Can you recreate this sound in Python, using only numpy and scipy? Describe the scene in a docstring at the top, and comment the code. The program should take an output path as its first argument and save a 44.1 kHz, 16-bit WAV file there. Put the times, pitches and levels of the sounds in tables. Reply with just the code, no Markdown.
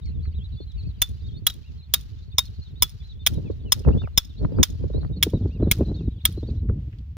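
"""A steel hammer drives a wooden stake into a gravel bank beside open water, metres from a two-port microphone.
Each blow is a noise crack plus ringing modes and a low thump, with a ground echo, bright slaps and scattered
noise returns from the near bank and from a bridge across the water.
Wind is banded noise with buffets, pops and ticks on the ports; small birds are gliding sines that also
return from the surroundings; boots crunch as noise grains; a faint open-air hiss lies under it all."""
import sys
import numpy as np
from scipy import signal
from scipy.fft import rfft, irfft
from scipy.io import wavfile
from scipy.ndimage import uniform_filter1d

SR = 44100
rng = np.random.default_rng(int(sys.argv[2]) if len(sys.argv) > 2 else 0)


def dump(signal):
    """Clip the signal to [-1, 1] and save it as 16-bit WAV at the path in sys.argv[1]."""
    limited = np.clip(np.atleast_2d(signal).T, -1, 1)
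    pcm = np.round(limited * 32767).astype(np.int16)
    wavfile.write(sys.argv[1], SR, pcm)


N = 316175   # length [samples]

# Wind between the buffets: (time [s], relative level [dB], offset of the rasp above it [dB])
WIND = [(0, -27.5, -17), (.9, -32, -18), (1.4, -34, -13.5), (1.6, -39, -14), (2.1, -37, -15.5),
        (3.1, -36.5, -13.5), (3.5, -29, -9), (3.78, -34.5, -7), (3.95, -23, -6.5), (4.25, -37.5, -14.5),
        (4.5, -29, -6), (4.721, -33, -12), (5.001, -23.5, -9), (5.2, -32.5, -12), (5.8, -31.5, -7),
        (6.151, -32, -16), (6.45, -24.5, -10.5), (6.8, -31, -15), (7.17, -35, -19)]
# Wind spectrum: (frequency [Hz], relative density [dB per Hz], share of the rasp offset, flicker [dB])
WIND_BANDS = [(22.7, -19.5, .02, 3), (36.25, 1.5, .02, 2.5), (68, 10.5, 0.022, 1.5), (108, 6, .22, 4.5),
              (160.5, 5, .8, 5.5), (338, 0.5, 1.553, 6.5), (452, -7, 1.81, 5), (640, -14.5, 2.1, 7),
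              (1380, -33.5, 2.15, 5)]
# Buffets, single thumps of air on the ports: (middle [s], length [s], relative level [dB])
BUFFETS = [(0.274, 0.02, -19.5), (0.772, 0.05, -24), (0.864, 0.075, -25), (2.598, 0.08, -35),
           (3.38, 0.13, -26.5), (3.547, 0.06, -23.5), (3.884, 0.055, -11), (4.434, 0.055, -19.5),
           (4.6, 0.048, -17), (4.959, 0.042, -18), (5.348, 0.025, -16), (5.447, 0.15, -21.5),
           (5.64, 0.13, -17), (5.814, 0.052, -24), (5.916, 0.11, -24.5), (6.083, 0.014, -19.5),
           (6.584, 0.119, -25.5), (6.706, 0.057, -17)]
RASP_PER_BUFFET_DB = 0.188   # dB of rasp for each dB a buffet stands above the wind
# Eddies reach the left port late; from a moment on, the lows sit in the middle
EDDY_LAG_S, CENTRED_FROM_S, CENTRED_BELOW_HZ = .0019, 5.08, 700
WIND_LIKENESS, RASP_LIKENESS = 0.63, 0.19   # left-right, in bands below and above the centred lows
# Open-air hiss: (frequency [Hz], relative density [dB per Hz])
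AIR_SPECTRUM = [(700, 0), (1500, -3), (3000, -0.5), (5000, -8), (7500, -17.5), (9000, -27.5),
                (13000, -15.5), (16500, -22.5)]
AIR_DB = -68
# Bird notes: (time [s], length [s], start [Hz], end [Hz], arch on the glide [Hz], level [dB])
BIRD_NOTES = [(0.016, 0.022, 3850, 3450, 100, -57), (0.044, 0.055, 4200, 3850, 351, -53.5),
              (0.055, 0.03, 2420, 1950, 1, -60), (0.085, 0.045, 2100, 2100, 643, -68.5),
              (0.23, 0.05, 4260, 3800, 394.5, -55.5), (0.338, 0.065, 3050, 2600, 1091, -55.5),
              (0.404, 0.028, 3020, 3410.0, 94, -51), (0.44, 0.025, 3460, 3400, 546.5, -49),
              (0.52, 0.025, 3630, 3500, 407.5, -55.5), (0.57, 0.05, 3550, 3640.0, -110.0, -52.0),
              (0.604, 0.037, 4400.0, 4440.0, -160.0, -50), (0.668, 0.058, 3910, 3200, 492, -52.5),
              (0.74, 0.022, 3900, 3600, 100, -60), (0.77, 0.03, 2980, 2500, -2, -61),
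              (0.778, 0.041, 4380, 3850.0, 194.5, -50), (0.822, 0.022, 3650, 3600, 901, -54),
              (0.845, 0.025, 2320, 2500, 201, -62), (0.86, 0.06, 4380, 3350, 505.5, -57.5),
              (0.95, 0.05, 3250, 2300, 301.5, -64.5), (1.236, 0.061, 3610, 3770.0, 20.0, -55),
              (1.265, 0.025, 3800, 3900, 698, -57.5), (1.284, 0.019, 3450.0, 3040.0, 69.5, -55),
              (1.324, 0.058, 3450, 3550, 150, -55.5), (1.363, 0.029, 3980.0, 4360.0, 247.5, -50.5),
              (1.638, 0.064, 2330.0, 2530.0, 396, -59.5), (1.782, 0.043, 4050.0, 3580.0, 281.5, -55.5),
              (1.824, 0.022, 4170.0, 4160.0, -3.5, -55.5), (2.3, 0.025, 3570, 4700, 201, -62.5),
              (2.316, 0.023, 3490.0, 3540.0, 126, -52), (2.443, 0.042, 3760, 3500, 697, -51),
              (2.535, 0.048, 4000, 3500, 648.5, -58), (2.595, 0.012, 3620, 4000, 803.5, -57),
              (2.616, 0.026, 4180, 4490.0, -120.0, -50), (2.648, 0.034, 4000, 3430.0, 58.5, -53.5),
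              (2.695, 0.025, 4130, 3500, 100.5, -60), (2.756, 0.038, 3480, 3860.0, 170.0, -54),
              (2.793, 0.025, 4800, 3000, 4.5, -55.5), (2.999, 0.035, 3490.0, 3590.0, -63, -56.5),
              (3.035, 0.037, 3810, 4030.0, 204.5, -51), (3.09, 0.041, 3900, 3280.0, 281, -49.5),
              (3.193, 0.044, 3560, 3530.0, 66, -51.5), (3.346, 0.04, 4180.0, 3780.0, -170.0, -54.5),
              (3.454, 0.037, 2696, 2210.0, 92, -56.5), (3.654, 0.046, 3020, 2520.0, 123, -54),
              (3.837, 0.028, 2950.0, 2480.0, -25, -53), (3.922, 0.019, 2470, 2890.0, 69.5, -52),
              (3.976, 0.046, 3370, 3560.0, 143, -45), (4.027, 0.035, 2920.0, 2130.0, 92, -50),
              (4.293, 0.032, 4040.0, 3500.0, -160.0, -54.5), (4.365, 0.025, 3950.0, 3670.0, 56, -56.0),
              (4.376, 0.034, 4080.0, 4270.0, 216.5, -52.5), (4.56, 0.03, 4270, 3900, 800, -58),
              (4.587, 0.022, 2300, 2540.0, 32.5, -56), (4.93, 0.056, 3780, 4350, -120, -51.5),
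              (5.008, 0.02, 3560, 3700, 697.5, -51), (5.127, 0.032, 3840, 3760.0, -61, -52.0),
              (5.163, 0.019, 4210.0, 4080.0, 223, -48.5), (5.336, 0.043, 3750, 3600, 239, -50.5),
              (5.501, 0.08, 2300, 2350, 499, -59), (5.62, 0.036, 3880, 3670, 299, -56),
              (5.805, 0.032, 2810, 2350, 75, -61), (5.85, 0.018, 3610, 3800, 548, -50.5),
              (5.87, 0.04, 3870, 4100, 4.5, -53.5), (5.942, 0.018, 3500, 3600, 848, -48),
              (5.955, 0.045, 3450, 3200, 449.5, -52), (5.995, 0.035, 2720, 2400, 148.5, -60),
              (6.05, 0.045, 4020, 3450, 9, -62.5), (6.105, 0.02, 3720, 3500, 250.5, -59),
              (6.155, 0.06, 3470, 2000, 499.5, -63), (6.203, 0.022, 3300, 3450, 246.5, -52.5),
              (6.362, 0.043, 3820.0, 4040.0, 233, -53), (6.426, 0.026, 3320.0, 3830.0, 113, -55),
              (6.47, 0.025, 3700, 3600, 995, -53), (6.497, 0.014, 3460, 4400, 3, -53.5)]
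FAR_BIRDS_PER_S, FAR_BIRDS_DB, FAR_BIRDS_UNTIL_S = 70, -62, 6.6   # level of the loudest
# Boots on gravel: (time [s], relative level [dB], t60 [s], frequency that places the band [Hz])
STEPS = [(0.057, -53, 0.051, 5350), (0.254, -42, 0.044, 2050), (.718, -56, 0.037, 5500),
         (.825, -64, .04, 5190), (6.69, -42, 0.033, 1620), (6.927, -51.5, 0.08, 2640),
         (6.986, -51.5, 0.042, 4370)]
# Sudden pressure steps of eddies on the ports: (time [s], relative level [dB])
POPS = [(.601, -32.5), (3.497, -22), (3.846, -32.5), (3.889, -19), (4.425, -26.5), (4.518, -24.5),
        (4.837, -22), (4.898, -27.5), (4.944, -23), (4.978, -30.5), (5.265, -18.5), (5.333, -15.5),
        (5.455, -24), (5.597, -29.5), (5.624, -16), (5.669, -23), (5.806, -14), (5.912, -24.5),
        (6.006, -29.5), (6.373, -28), (6.428, -26.5), (6.485, -32.5), (6.698, -25)]
POP_HZ, POP_END_HZ, POP_FALL_S = 401.5, 95, 0.01   # glide scale and noise top, end pitch, time constant
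POP_T60_S, POP_THUMP_DB, POP_RISE_S = .08, 4.5, 0.0056

# Blows; where the face lands sets how each part rings, in groups numbered without pitch order:
# (time [s], blow level [dB], wood [dB], ring group 1 [dB], ring group 2 [dB], ring group 3 [dB],
#  ring group 4 [dB], low thump at the moment of the blow, from ground or wind, independent of the
#  blow level [dB], ground echo delay [ms], ground echo level [dB])
BLOWS = [(1.018, -5.5, 4, -9.5, -5, -21, 1.5, -16, 4, -3.5),
         (1.467, -5, 2, 1.5, -21.5, -17, 0.5, -24.5, 3, -2),
         (1.499, -25.5, 4.5, 1.5, -7, -9, -9, -41.5, 4, -5.5),
         (1.938, -3, -2.5, 1, -6.5, -6.5, 2, -26.5, 3.5, -3),
         (2.3832, -5, 4.5, -12.5, 6.5, -1.5, -0.5, -19, 6.7, -5.5),
         (2.8228, -4.5, -2, -14, 8, 0, 7, -14.5, 7, -5.5),
         (3.2645, -5.5, -9, 4.5, -0.5, 1, -1.5, -21, 6, 1.5),
         (3.721, -5.5, -2.5, 0, 7, -3, 2, -17.5, 5.5, -4.5),
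         (4.176, -6.5, -2.5, 0, 7, 1.5, -0.5, -7, 4.5, -0.5),
         (4.6301, -4, -12.5, -1, 4.5, -6.5, -4, -34.5, 4, -4),
         (5.227, -5, -8.5, 6, -2.5, 6, 1, -36, 5, -0.5), (5.713, -3, -10.5, -1, -10, 9.5, 1.5, -5, 5.5, -7),
         (6.253, -4.5, -2, 4.5, -8, 6, 4.5, -28.5, 4, -8.5)]
# Modes of stake and hammer head: (frequency [Hz], level before that of the blow and part [dB], t60 [s], part)
# The rounded part picks wood (0) or ring group 1-4; below zero it counts back from the last group
MODES = [(1050, -24.5, 0.018, 1.5), (1298, -32, 0.057, 0), (1620, -27.5, 0.0053, -0.5),
         (2240, -16, 0.011, -1.5), (3324, -9, 0.017, 1), (3520, -9.5, 0.022, 2.5), (5300, -8.5, 0.018, 2),
         (3590, -20, 0.075, 0), (14830, -30, .05, 4), (6358, -15.5, 0.022, 2), (7500, -19, 0.0083, 2.5),
         (8780, -5.5, 0.013, 4), (10780, -13.5, 0.0089, 4), (12150, -15.5, 0.0092, 4),
         (15100, -5.5, 0.0086, 4)]
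WOOD_DETUNE, DETUNE, UNEVEN_DB = .04, .006, 1.5   # spread from blow to blow; detunings are fractions
# Spectrum of the crack: (frequency [Hz], relative density [dB per Hz])
CRACK_SPECTRUM = [(500, -5), (1000, -3.5), (3000, 4.5), (6000, 6), (10000, 3.5), (14000, 0), (16500, -6)]
CRACK_DB, CRACK_T60_S, CONTACT_T60_S, RISE_T60_S = -6, 0.025, 0.0028, 0.0031
GROUND_CUT_HZ = 22000
THUMP_HZ, THUMP_T60_S = 89, 0.017
# Phase between the ports for sound from the stake: (frequency [Hz], lead of the left port [radians])
PORT_PHASE = [(300, .6), (1500, .8), (2200, -1), (3700, .1), (4000, -1.9), (4850, -2.2), (5400, -.9),
              (5900, -1.1), (6100, -3.8), (6700, -5.4), (7100, -3.3), (9300, -3), (11000, -1.8),
              (13000, -.5), (16500, 1.4)]
# Flat walls throw back one clean copy each: (delay after the blow [s], level [dB])
SLAPS = [(0.0713, -36.5), (.092, -51.5)]
# Band of those copies: (low edge [Hz], high edge [Hz])
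SLAP_BAND_HZ = [3700, 11000]

# Scattered return, levels before its colour: the near bank answers at once and dies,
# the far bridge holds, then fades
BANK_DB, BANK_RISE_T60_S, BANK_T60_S = -40.5, 0.0095, 0.099
SHORE_DB, SHORE_T60_S = -64, 0.46
BRIDGE_DB, BRIDGE_HOLD_S, BRIDGE_FADE_S = -76.5, 0.29, 0.067
BRIDGE_TAIL_DB, BRIDGE_T60_S = -74, 0.4
RETURN_S, FAR_CUT_HZ, RETURN_LIKENESS, RETURN_GRAIN_DB = .6, 6800, 0.15, 2.5
RINGS_RETURN_DB, SONG_RETURN_DB = -17, 0
# Colour of the return: (frequency [Hz], gain [dB])
RETURN_COLOUR = [(700, -1), (1400, 6.5), (2300, -2.5), (4000, 4.5), (6900, -5.5), (9000, -11),
                 (10500, -3.5)]
# Thin bright ticks inside the gusts: (time [s], relative level [dB])
TICKS = [(3.849, -33), (3.886, -24), (4.018, -37.5), (4.036, -41.5), (4.073, -35.5), (4.448, -29),
         (4.586, -32), (4.937, -45), (5.031, -43), (5.047, -37), (6.696, -36)]
# Band of the ticks: (low edge [Hz], high edge [Hz])
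TICK_BAND_HZ = [450, 1400]
TICK_T60_S = .022

RUMBLE_CUT_HZ, CUTOFF_HZ = 26, 17000   # microphone floor, top cut
SIDES = np.array([[1], [-1]])   # left port, right port


def amp(db):
    """Decibels become an amplitude factor."""
    return 10 ** (np.asarray(db) / 20)


def rms_one(x):
    """Scale a signal to rms 1."""
    return x / np.sqrt(np.mean(x ** 2) + 1e-20)


def at_hz(points, hz):
    """Every column of a table, read on a log-frequency axis."""
    known, *columns = np.transpose(points)
    return [np.interp(np.log(hz + 1e-9), np.log(known), c) for c in columns]


def coloured(x, points):
    """A signal shaped by a spectrum; rms 1."""
    gain = amp(at_hz(points, np.fft.rfftfreq(N, 1 / SR))[0])
    return rms_one(irfft(rfft(x) * gain, N))


def drift(rate):
    """Chance smoothed by two poles at a rate in Hz; rms 1."""
    r = np.exp(-2 * np.pi * rate / SR)
    noise = rng.standard_normal(N + SR)
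    return rms_one(signal.lfilter([1], [1, -2 * r, r * r], noise)[SR:])   # drops the run-in


def clicks(times, sizes):
    """Single samples of given sizes at given times in seconds."""
    out = np.full(N, 1e-18)   # a tiny floor keeps the filters fast
    out[(np.asarray(times) * SR).astype(int)] = sizes
    return out


def ring(x, hz, t60):
    """A unit click sets a decaying sine of height 1 ringing."""
    r, w = amp(-60 / (t60 * SR)), 2 * np.pi * hz / SR
    return signal.lfilter([0, np.sin(w)], [1, -2 * r * np.cos(w), r * r], x)


def dying(x, t60):
    """A click becomes a falling envelope."""
    return signal.lfilter([1], [1, -amp(-60 / (t60 * SR))], x)


def swelling(x, rise_t60, t60):
    """A click becomes an envelope that rises quickly, then falls."""
    return dying(x, t60) - dying(x, rise_t60)


def bandpass(x, order, edges):
    """Keep the band between two edges in Hz."""
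    return signal.sosfilt(signal.butter(order, edges, "band", fs=SR, output="sos"), x)


def gusting():
    """Level and rasp of the wind: a slow course with bell-shaped buffets on top."""
    s, calm_db, rasp_db = np.transpose(WIND)
    t = np.arange(0, N, 32) / SR
    calm_db = np.interp(t, s, calm_db)
    power = amp(2 * calm_db)
    for middle, length, db in BUFFETS:
        power = power + amp(2 * db) * np.exp(-(2 * (t - middle) / length) ** 2 * 2)
    level_db = 10 * np.log10(power)
    rasp_db = np.interp(t, s, rasp_db) + RASP_PER_BUFFET_DB * (level_db - calm_db)
    return [np.interp(np.arange(N) / SR, t, c) for c in (level_db, rasp_db)]


def across_ports(mid, side, alike, centred=True):
    """Air noise partly own in each port and late at the left one; if centred, it later moves to the middle."""
    alike = np.clip(alike, 0, 1)
    pair = np.sqrt((1 + alike) / 2) * mid + np.sqrt((1 - alike) / 2) * side * SIDES
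    pair[0] = np.roll(pair[0], round(EDDY_LAG_S * SR))
    to_middle = np.clip((np.arange(N) / SR - CENTRED_FROM_S) * 10, 0, 1)
    return pair + centred * to_middle * (mid - pair)


def wind():
    """Half-octave bands of lumpy noise; eddies flicker through all bands at once, by band-dependent depths."""
    level_db, rasp_db = gusting()
    lumps, eddies = drift(17), drift(18)
    flicker = np.clip(eddies + 0.5 * lumps, None, 1.5)
    white = rng.standard_normal((2, 2, N))   # neighbouring bands use different noise
    edges, out = 20 * 2 ** np.arange(0, 6.6, .5), 0
    for k, (low, high) in enumerate(zip(edges, edges[1:])):
        mid, side = bandpass(white[k % 2], 3, [low, high])
        db, share, flicker_db = at_hz(WIND_BANDS, np.sqrt(low * high))
        gain = amp(level_db + db + share * rasp_db + flicker_db * flicker + 16.5)
        is_low = high < CENTRED_BELOW_HZ
        alike = WIND_LIKENESS if is_low else RASP_LIKENESS
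        out = out + across_ports(gain * mid, gain * side, alike, is_low)
    return out


def open_air():
    """Steady coloured hiss whose level drifts slightly, own in each port."""
    return amp(AIR_DB + 1.5 * drift(8)) * coloured(rng.standard_normal((2, N)), AIR_SPECTRUM)


def far_flock():
    """Distant birds: fainter, steeper notes at random, with the columns of the near ones."""
    draw = rng.random((round(FAR_BIRDS_PER_S * FAR_BIRDS_UNTIL_S), 6))
    time, length = FAR_BIRDS_UNTIL_S * draw[:, 0], .01 + .018 * draw[:, 1]
    start_hz = 2500 + 2000 * np.sqrt(draw[:, 2])
    end_hz = start_hz + 1400 * (draw[:, 3] - .65)
    arch_hz = 600 * (draw[:, 4] - .25)
    return np.column_stack([time, length, start_hz, end_hz, arch_hz, FAR_BIRDS_DB - 10 * draw[:, 5]])


def birds():
    """Near and distant notes: sines on arched glides, each leading in phase at one port."""
    notes, out = [*far_flock(), *BIRD_NOTES], np.zeros((2, N))
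    turn = rng.random((len(notes), 2))
    leads = (.4 + .6 * turn[:, 0]) * np.sign(turn[:, 1] - .5)   # radians each port is turned
    for (s, length, start, end, arch, db), lead in zip(notes, leads):
        u = np.linspace(0, 1, round(length * SR))
        glide = start + (end - start) * u + 4 * arch * u * (1 - u)
        phase = 2 * np.pi * np.cumsum(glide) / SR
        i = max(round(s * SR), 0)
        out[:, i:i + len(u)] += amp(db) * np.sin(np.pi * u) ** .3 * np.sin(phase + lead * SIDES)
    return out


def surroundings(x):
    """Countless small reflections as decaying noise; the far ones are dulled by the air."""
    t = np.arange(round(RETURN_S * SR)) / SR
    mid, side = rng.standard_normal((2, 2, len(t)))
    alike = np.clip(RETURN_LIKENESS, -1, 1)
    near, far = [np.sqrt(1 + alike) * m + np.sqrt(1 - alike) * d * SIDES for m, d in zip(mid, side)]
    far = signal.sosfilt(signal.butter(8, FAR_CUT_HZ, fs=SR, output="sos"), far)
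    bank = amp(BANK_DB - 60 * t / BANK_T60_S) * (1 - amp(-60 * t / BANK_RISE_T60_S))
    shore = amp(SHORE_DB - 60 * t / SHORE_T60_S)
    held = np.clip((BRIDGE_HOLD_S + BRIDGE_FADE_S - t) / BRIDGE_FADE_S, 0, 1)
    bridge = amp(BRIDGE_DB) * held + amp(BRIDGE_TAIL_DB - 60 * t / BRIDGE_T60_S)
    lumps = uniform_filter1d(rng.standard_normal(len(t)), size=260)   # banks and posts answer unevenly
    answer = (near * (bank + shore) + far * bridge) * amp(RETURN_GRAIN_DB * rms_one(lumps))
    colour = amp(at_hz(RETURN_COLOUR, np.fft.rfftfreq(len(t), 1 / SR))[0])
    answer = irfft(rfft(answer) * colour, len(t))
    return signal.fftconvolve(x, answer, axes=1)[:, :N]


def boots():
    """Stones snap against each other in a short crunch: sparse noise grains in a band."""
    grains, out = rng.standard_normal((2, N)) * (rng.random(N) < .2), 0
    for s, db, t60, hz in STEPS:
        crunch = 5 * dying(clicks([s], amp(db)), t60) * grains
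        out = out + bandpass(crunch, 2, [hz / 1.56, hz * 1.09])
    return out


def pops():
    """A thump whose pitch drops quickly, inside a short burst of dull turbulence."""
    s, db = np.transpose(POPS)
    puff = swelling(clicks(s + 0.00083, amp(db)), .0079, 0.036)
    mid, side = 12 * bandpass(puff * rng.standard_normal((2, N)), 3, [90, POP_HZ])
    t = np.arange(SR // 12) / SR
    envelope = amp(-60 * t / POP_T60_S) * np.sin(np.pi / 2 * np.minimum(t / POP_RISE_S, 1)) ** 2
    for start, size, (high, turn) in zip(s, amp(db + POP_THUMP_DB), rng.random((len(s), 2))):
        hz = POP_END_HZ + POP_HZ * (.8 + .6 * high) * np.exp(-t / POP_FALL_S)
        thump = envelope * np.sin(2 * np.pi * np.cumsum(hz) / SR)
        i = round(start * SR)
        mid[i:i + len(t)] += size * np.sign(turn - .5) * thump   # random polarity
    return across_ports(mid, side, 0.6)


def hammer():
    """Steel chatters on wood, rings every mode a little differently, cracks, and comes again off the ground."""
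    crack, chatter = coloured(rng.standard_normal(N), CRACK_SPECTRUM), rng.standard_normal(N)
    chance = rng.standard_normal((len(BLOWS), 2, len(MODES)))
    out, t = np.zeros((2, N)), np.arange(SR // 5)   # rows: crack, rings
    click = 1e-18 + (t == 0)
    contact = swelling(click, CONTACT_T60_S / 2, CONTACT_T60_S)
    ground = signal.butter(1, GROUND_CUT_HZ, fs=SR, output="sos")
    for (s, blow_db, *parts_db, _, echo_ms, echo_db), (detune, uneven) in zip(BLOWS, chance):
        i, lag = round(s * SR), round(echo_ms * SR / 1000)
        blow = np.zeros((2, len(t)))
        blow[0] = amp(CRACK_DB) * swelling(click, RISE_T60_S, CRACK_T60_S) * crack[i + t]
        for k, (hz, db, t60, part) in enumerate(MODES):
            hz = hz * (1 + (DETUNE if part else WOOD_DETUNE) * detune[k])   # wide only for part exactly 0
            # a steady push at the mode's pitch builds the ring up; the chatter roughens it
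            push = .33 * np.sin(2 * np.pi * hz * t / SR) + .12 * chatter[i + t + 1000 * k]
            size = amp(db + parts_db[round(part)] + UNEVEN_DB * uneven[k])
            blow[1] += ring(size * contact * push, hz, t60)
        blow[:, lag:] += amp(echo_db) * signal.sosfilt(ground, blow[:, :-lag])
        out[:, i + t] += amp(blow_db) * blow
    return out


def low_thumps():
    """A low thump at the moment of each blow, from ground or wind: a soft push that rings briefly."""
    s, thump_db = np.transpose(BLOWS)[[0, 7]]
    push = dying(clicks(s + 0.0013, amp(thump_db)), 0.0068) / (0.00066 * SR)
    return ring(push, THUMP_HZ, THUMP_T60_S)


def at_ports(x):
    """The housing turns the phase of one port against the other."""
    half = at_hz(PORT_PHASE, np.fft.rfftfreq(N, 1 / SR))[0] / 2
    return irfft(rfft(x) * np.exp(1j * half * SIDES), N)


def slaps(x):
    """A few bright, delayed copies of each blow."""
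    x = bandpass(x, 1, SLAP_BAND_HZ)
    return sum(amp(db) * np.roll(x, round(delay * SR), axis=1) for delay, db in SLAPS)


def broad_snap(crack):
    """Rough banks scatter the crack as one broad snap: a coloured click per blow."""
    s, blow_db = np.transpose(BLOWS)[:2]
    return crack.std() * coloured(clicks(s, amp(blow_db)), CRACK_SPECTRUM)


def ticks():
    """Very short bursts of brighter turbulence, own in each port."""
    s, db = np.transpose(TICKS)
    puff = 5 * dying(clicks(s, amp(db)), TICK_T60_S) * rng.standard_normal((2, N))
    return bandpass(puff, 3, TICK_BAND_HZ)


def scene():
    """All sources and their returns, summed at the two ports."""
    song = birds()
    crack, rings = hammer()
    blows = at_ports(crack + rings)
    # the narrow rings scatter less than the snap
    scattered = at_ports(broad_snap(crack) + amp(RINGS_RETURN_DB) * rings)
    echoes = surroundings(scattered + amp(SONG_RETURN_DB) * song)
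    struck = blows + slaps(blows) + low_thumps()
    return struck + echoes + wind() + pops() + ticks() + song + boots() + open_air()


def record(dry):
    """The microphone drops the deepest rumble and rounds the peaks; the top is cut."""
    x = signal.sosfilt(signal.butter(2, RUMBLE_CUT_HZ, "high", fs=SR, output="sos"), dry)
    rounded = .88 * np.tanh(x / .88)
    return signal.sosfilt(signal.cheby2(12, 70, CUTOFF_HZ, fs=SR, output="sos"), rounded)


dry = scene()
out = record(dry)
dump(out)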